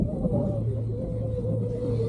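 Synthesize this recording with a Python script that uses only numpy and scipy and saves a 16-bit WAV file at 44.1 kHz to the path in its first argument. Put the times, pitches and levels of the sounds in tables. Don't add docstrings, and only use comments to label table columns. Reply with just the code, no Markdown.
import sys
import numpy as np
from scipy import signal
from scipy.fft import rfft, irfft, next_fast_len
from scipy.io import wavfile
from scipy.ndimage import uniform_filter1d, map_coordinates

SR = 44100
rng = np.random.default_rng(int(sys.argv[2]) if len(sys.argv) > 2 else 0)


def file_out(sig):
    cols = np.atleast_2d(sig).T
    lim = np.clip(cols, -1, 1)
    pcm = np.round(lim * 32767).astype(np.int16)
    wavfile.write(sys.argv[1], SR, pcm)


N = 91904

# (time [s], level [dB])
ROPE_LEVEL = [(0.03, -32.5), (0.2, -52), (0.38, -29.5), (0.43, -34.5), (0.68, -28), (0.92, -28.5),
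              (1.07, -43.5), (1.14, -31.5), (1.25, -29.5), (1.42, -37.5), (1.46, -29), (1.61, -27.5),
              (1.8, -37.5), (1.93, -28), (2.02, -27.5), (2.08, -31)]
ROPE_HZ = 111.5

# (time [s], level [dB])
RUMBLE_LEVEL = [(0.03, -36), (0.16, -38.5), (0.23, -33), (0.5, -38), (0.57, -37.5), (1.37, -38.5),
                (1.43, -46), (1.47, -34), (1.52, -43.5), (2.08, -38.5)]
# (frequency [Hz], relative density [dB per Hz])
RUMBLE_COLOUR = [(8.8, -49), (15, -29), (48, 1.5), (81, 0), (95, -11.5), (120, -36), (210, -120)]

# (time [s], buffeting level [dB], roar level [dB])
BUFFET_ROAR_LEVEL = [(0.01, -21.5, -79), (0.02, -30, -68), (0.07, -32.5, -67), (0.23, -28, -63),
                     (0.24, -27.5, -54), (0.29, -33.5, -65.5), (0.38, -31, -57.5), (0.45, -27.5, -56),
                     (0.6, -37, -63.5), (0.84, -36, -64.5), (0.865, -44, -65), (0.9, -36.5, -65),
                     (1.0, -36.5, -67), (1.02, -34.5, -64.5), (1.28, -39, -64.5), (1.41, -39, -62),
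                     (1.54, -32.5, -61.5), (1.57, -35, -65), (1.77, -36.5, -62), (1.91, -33.5, -51),
                     (1.95, -36.5, -58), (2.08, -36, -56.5)]
# (frequency [Hz], relative density [dB per Hz])
BUFFET_COLOUR = [(60, -32), (95, -14), (140, 4), (250, 0), (320, -7), (450, -8), (600, -14.5), (750, -26.5),
                 (1000, -37.5)]
# (frequency [Hz], relative density [dB per Hz])
ROAR_COLOUR = [(500, -35), (700, -2), (900, 2.5), (1200, 0.5), (1450, -9.5), (1600, -37), (2000, -62.5)]

# (time [s], lower air level [dB], middle air level [dB], microphone hiss level [dB])
HISS_LEVEL = [(.03, -73, -83, -75), (.18, -72, -82, -72), (.3, -71.5, -87, -71.5), (.38, -67, -78.5, -70.5),
              (.42, -65.5, -77, -71), (.47, -68, -71, -69.5), (.54, -67, -74, -74.5),
              (.62, -68.5, -84, -73.5), (.82, -69.5, -79.5, -75), (.98, -68.5, -81, -76.5),
              (1.04, -67, -75, -71.5), (1.14, -69, -78.5, -71.5), (1.2, -66.5, -79, -73),
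              (1.26, -69.5, -79, -72.5), (1.36, -67.5, -77, -74), (1.45, -67.5, -77, -73),
              (1.5, -65, -78, -71), (1.58, -75, -86, -74), (1.635, -65, -77, -71), (1.68, -71, -77, -74),
              (1.72, -65.5, -68, -70.5), (1.8, -65.5, -71.5, -70), (1.9, -60.5, -70, -70),
              (2.08, -60.5, -67.5, -66)]
# (frequency [Hz], relative density [dB per Hz])
LOWER_HISS_COLOUR = [(850, -35), (1450, -3), (1680, -8), (2010, -0.5), (2230, -4.5), (2470, -5), (2950, -8),
                     (3550, -6), (4050, -3), (4350, -8), (4800, -21.5), (6240, -35), (10600, -120)]
# (frequency [Hz], relative density [dB per Hz])
MIDDLE_HISS_COLOUR = [(2760, -30.5), (4700, -1.5), (5510, -1.5), (5920, -2.5), (6440, -5.5), (7600, -5),
                      (9880, -30), (16700, -120)]
# (frequency [Hz], relative density [dB per Hz])
MICROPHONE_HISS_COLOUR = [(4410, -29.5), (7500, -10), (8850, 0), (10700, -13), (14000, -40), (22000, -120)]
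SWELL_DB = 1.0

# (centre time [s], length [s], pitch [Hz], envelope peak [dB])
THUMPS = [(.025, 0.014, 175, -16), (.06, 0.049, 115, -25), (.22, 0.049, 226.6, -27), (.26, 0.022, 175, -18),
          (.35, 0.013, 220, -24), (.38, 0.011, 155, -16.5), (.41, 0.065, 232.4, -26.5),
          (.14, 0.024, 177.6, -24), (.46, 0.056, 194, -28.5), (.5, 0.022, 322, -32.5),
          (.7, 0.049, 116.5, -19.5), (1.04, 0.055, 141, -30), (1.125, 0.036, 166.6, -27.5),
          (1.34, 0.012, 106, -22.5), (1.52, 0.066, 168, -26)]

# (time [s], pitch [Hz], level [dB])
HOWLS = [
    [(0.05, 595, -44), (0.064, 582, -39.5), (0.1, 615.6, -35), (0.14, 620, -42)],
    [(0.15, 539.2, -38), (0.17, 527, -35.5), (0.182, 537.6, -37), (0.208, 537, -35), (0.222, 509, -47),
     (0.238, 524.3, -37), (0.252, 503.4, -27.5), (0.266, 525, -33), (0.28, 497, -42), (0.296, 486, -31),
     (0.335, 497, -34)],
    [(0.325, 579.2, -43), (0.337, 581.5, -30.5), (0.415, 564, -31), (0.439, 606.3, -34.5),
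     (0.471, 542.6, -33.5), (0.479, 583.6, -37.5), (0.525, 590, -34.5), (0.593, 545, -36),
     (0.605, 550, -50), (0.621, 514, -44), (0.63, 547, -53)],
    [(.71, 497.4, -49.5), (.735, 517.3, -44.5), (.75, 521, -45), (.765, 519, -38.5), (.797, 545, -36),
     (.805, 514, -55), (.815, 500, -46), (.828, 468, -48), (.842, 470, -44), (.855, 486, -54.5),
     (.88, 510, -53)],
    [(0.92, 480.9, -44.5), (0.938, 475, -39.5), (1.006, 521.5, -37), (1.058, 519, -34), (1.07, 544, -44),
     (1.096, 505.3, -36), (1.126, 510.4, -41), (1.184, 498.3, -33), (1.206, 483, -44.5),
     (1.222, 530, -35.5), (1.27, 519, -37), (1.284, 509.4, -41.5), (1.3, 512, -34), (1.358, 497.7, -37.5),
     (1.384, 500.4, -31), (1.43, 464, -45.5), (1.448, 473, -33), (1.466, 514.7, -33), (1.498, 503, -30.5),
     (1.514, 545.2, -41.5), (1.524, 525.4, -31.5), (1.55, 520.4, -31), (1.566, 522.5, -35.5),
     (1.582, 482, -31), (1.598, 463.8, -47.5), (1.672, 502, -29), (1.684, 498.5, -41),
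     (1.718, 492.5, -33.5), (1.756, 467.6, -29.5), (1.768, 483.4, -38.5), (1.782, 486.6, -33.5),
     (1.862, 492.2, -31), (1.946, 466.4, -32), (1.978, 483.7, -41.5), (2.004, 449, -25.5),
     (2.046, 458.7, -33.5), (2.08, 461, -26)],
]
# (time [s], pitch [Hz], level [dB])
UPPER_HOWLS = [
    [(0.115, 700, -57), (0.121, 708, -60), (0.131, 769, -57), (0.153, 775, -50), (0.169, 742, -46.5),
     (0.207, 745, -56), (0.225, 771, -46), (0.235, 778, -48.5), (0.243, 741, -50), (0.259, 726, -54),
     (0.27, 714.1, -50)],
    [(0.295, 750, -51), (0.323, 766, -49.5), (0.373, 822, -51), (0.381, 831, -45.5), (0.399, 803, -45),
     (0.413, 814, -53), (0.429, 809, -53), (0.445, 772, -46), (0.517, 791, -57), (0.523, 773, -42.5),
     (0.58, 767.8, -59.5)],
]
FADE_S, OCTAVE_DB = 0.019, -32
GRIT_RATE = 110

# (start time [s], gain before the envelope [dB])
TICKS = [(0.1845, -46), (0.6027, -51), (1.0144, -49), (1.4382, -49.5)]
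TICK_HZ, TICK_T60_S, TICK_RISE_S = 8520, 0.019, 0.0041
SNAP_DB, SNAP_LOW_HZ = -3.5, 3500

# (start time [s], length [s], first pitch [Hz], last pitch [Hz], level before fades [dB])
WHISTLES = [(0.224, 0.04, 1080, 1020, -59), (0.229, 0.035, 598, 590, -36.5), (0.24, 0.024, 1148, 1100, -58),
            (0.397, 0.017, 900, 960, -48.5), (0.639, 0.018, 430, 400, -42.5),
            (0.76, 0.031, 390, 410, -48.5), (0.667, 0.077, 409.7, 380, -38), (0.889, 0.025, 385, 355, -35),
            (1.039, 0.11, 697, 650, -57), (1.229, 0.03, 688, 713, -49), (1.493, 0.047, 658, 656, -51),
            (1.677, 0.022, 555, 606, -44.5), (1.808, .15, 987, 985, -62), (1.755, 0.017, 613, 625.8, -42.5),
            (1.836, 0.1085, 285.2, 248.5, -35), (1.965, 0.026, 591, 600, -47.5),
            (2.03, 0.018, 601.8, 560, -43), (2.042, 0.032, 1183, 1156, -56)]

# (time [s], level [dB])
PORT_LEVEL = [(1.8, -75), (1.848, -66.5), (1.886, -70), (1.928, -61.5), (2.056, -63.5), (2.08, -64)]
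PORT_HZ, PORT_WIDTH_HZ = 4294, 310

TOP_HZ = 10900


def amp(db):
    return 10 ** (np.asarray(db) / 20)


def unit(x):
    return x / np.sqrt(np.mean(x ** 2) + 1e-20)


def curves(rows):
    times, *columns = np.transpose(rows)
    return [np.interp(np.arange(N) / SR, times, column) for column in columns]


def wobble(rate):
    knots = rng.standard_normal(2000)
    return map_coordinates(knots, [np.arange(N) * rate / SR])


def filtered(x, response):
    size = next_fast_len(N + SR // 2)
    gain = response(np.fft.rfftfreq(size, 1 / SR))
    return irfft(rfft(x, size) * gain, size)[..., :N]


def gate(start, end):
    t = np.arange(N) / SR
    ramp = np.minimum(t - start, end - t) / FADE_S + .5
    return np.sin(np.pi / 2 * np.clip(ramp, 0, 1)) ** 2


def rush(colour, patchy_db, size):
    bins = signal.stft(rng.standard_normal(N), nperseg=size)[2]
    patches = uniform_filter1d(rng.standard_normal(bins.shape), size=3, axis=0)
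    patches = uniform_filter1d(patches, size=5, axis=1)
    noise = signal.istft(bins * amp(patchy_db * unit(patches)), nperseg=size)[1][:N]
    points = [(colour[0][0] * .7, -90), *colour, (colour[-1][0] * 1.1, -120)]
    f, db = np.transpose(points)
    return unit(filtered(noise, lambda hz: amp(np.interp(np.log(hz + 1), np.log(f + 1), db))))


def tone(hz, level_db, waver_hz, flutter_db, rate, octave_db, rough):
    phase = 2 * np.pi * np.cumsum(hz + waver_hz * wobble(rate)) / SR
    skirt = wobble(GRIT_RATE) * np.sin(phase) + wobble(GRIT_RATE) * np.cos(phase)
    wave = np.sin(phase) + amp(octave_db) * np.sin(2 * phase) + rough * skirt
    gain = np.sqrt(2) * amp(level_db + flutter_db * wobble(rate))
    return gain * wave


def rope():
    level_db, = curves(ROPE_LEVEL)
    return tone(ROPE_HZ, level_db, waver_hz=1.05, flutter_db=-0.5, rate=24, octave_db=-37, rough=0.01)


def rumble():
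    level_db, = curves(RUMBLE_LEVEL)
    return amp(level_db) * rush(RUMBLE_COLOUR, patchy_db=.5, size=2048)


def buffeting_and_roar(lumps):
    buffet_db, roar_db = curves(BUFFET_ROAR_LEVEL)
    buffet = amp(buffet_db + 2.56 * lumps) * rush(BUFFET_COLOUR, patchy_db=0.0, size=2048)
    roar = amp(roar_db + 0.98 * lumps) * rush(ROAR_COLOUR, patchy_db=2.5, size=1024)
    return buffet + roar


def hiss(swells):
    lower_db, middle_db, microphone_db = curves(HISS_LEVEL)
    swell_db = SWELL_DB * swells
    lower = amp(lower_db + swell_db) * rush(LOWER_HISS_COLOUR, patchy_db=4.0, size=1024)
    middle = amp(middle_db + swell_db) * rush(MIDDLE_HISS_COLOUR, patchy_db=4.0, size=512)
    microphone = amp(microphone_db + swell_db) * rush(MICROPHONE_HISS_COLOUR, patchy_db=4.0, size=512)
    return lower + middle + microphone


def wind_and_hiss():
    lumps, swells = wobble(30.13), wobble(14)
    return rumble() + buffeting_and_roar(lumps) + hiss(swells)


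def thumps():
    t = np.arange(N) / SR
    out = np.zeros(N)
    for centre, length, hz, db in THUMPS:
        bell = np.exp(-(2 * (t - centre) / length) ** 2)
        out += amp(db) * bell * np.sin(2 * np.pi * (hz * (t - centre) + rng.random()))
    return out


def edge_tone(rows, waver_hz, flutter_db, rough):
    hz, level_db = curves(rows)
    sound = tone(hz, level_db, waver_hz, flutter_db, rate=45, octave_db=OCTAVE_DB, rough=rough)
    return gate(rows[0][0], rows[-1][0]) * sound


def howl():
    return sum(edge_tone(rows, waver_hz=3.86, flutter_db=0.9, rough=0.19) for rows in HOWLS)


def upper_howl():
    return sum(edge_tone(rows, waver_hz=7.3, flutter_db=2.0, rough=0.38) for rows in UPPER_HOWLS)


def ticks():
    out, t = np.zeros(N), np.arange(SR // 10) / SR
    envelope = amp(-60 * t / TICK_T60_S) * (1 - np.exp(-t / TICK_RISE_S))
    ring = np.sin(2 * np.pi * TICK_HZ * t)
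    snap = filtered(rng.standard_normal(N), lambda hz: 1 / (1 + (SNAP_LOW_HZ / (hz + 1)) ** 4))
    for start, db in TICKS:
        span = slice(round(start * SR), round(start * SR) + len(t))
        out[span] += amp(db) * envelope * (ring + amp(SNAP_DB) * snap[span])
    return out


def whistles():
    out = np.zeros(N)
    for start, length, first_hz, last_hz, db in WHISTLES:
        glide = [(start, first_hz, db), (start + length, last_hz, db)]
        out += edge_tone(glide, waver_hz=8.4, flutter_db=1.0, rough=0.17)
    return out


def port_hiss():
    level_db, = curves(PORT_LEVEL)
    resonance = lambda hz: 1 / (1 + (2 * (hz - PORT_HZ) / PORT_WIDTH_HZ) ** 2)
    ring = unit(filtered(rng.standard_normal(N), resonance))
    opening = gate(PORT_LEVEL[0][0], PORT_LEVEL[-1][0] + 1)
    return opening * amp(level_db) * ring


def scene():
    tones = rope() + howl() + upper_howl() + whistles()
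    noises = wind_and_hiss() + port_hiss() + thumps()
    return (tones + noises + ticks())[None]


def record(dry):
    return filtered(dry, lambda hz: hz < TOP_HZ)


dry = scene()
out = record(dry)
file_out(out)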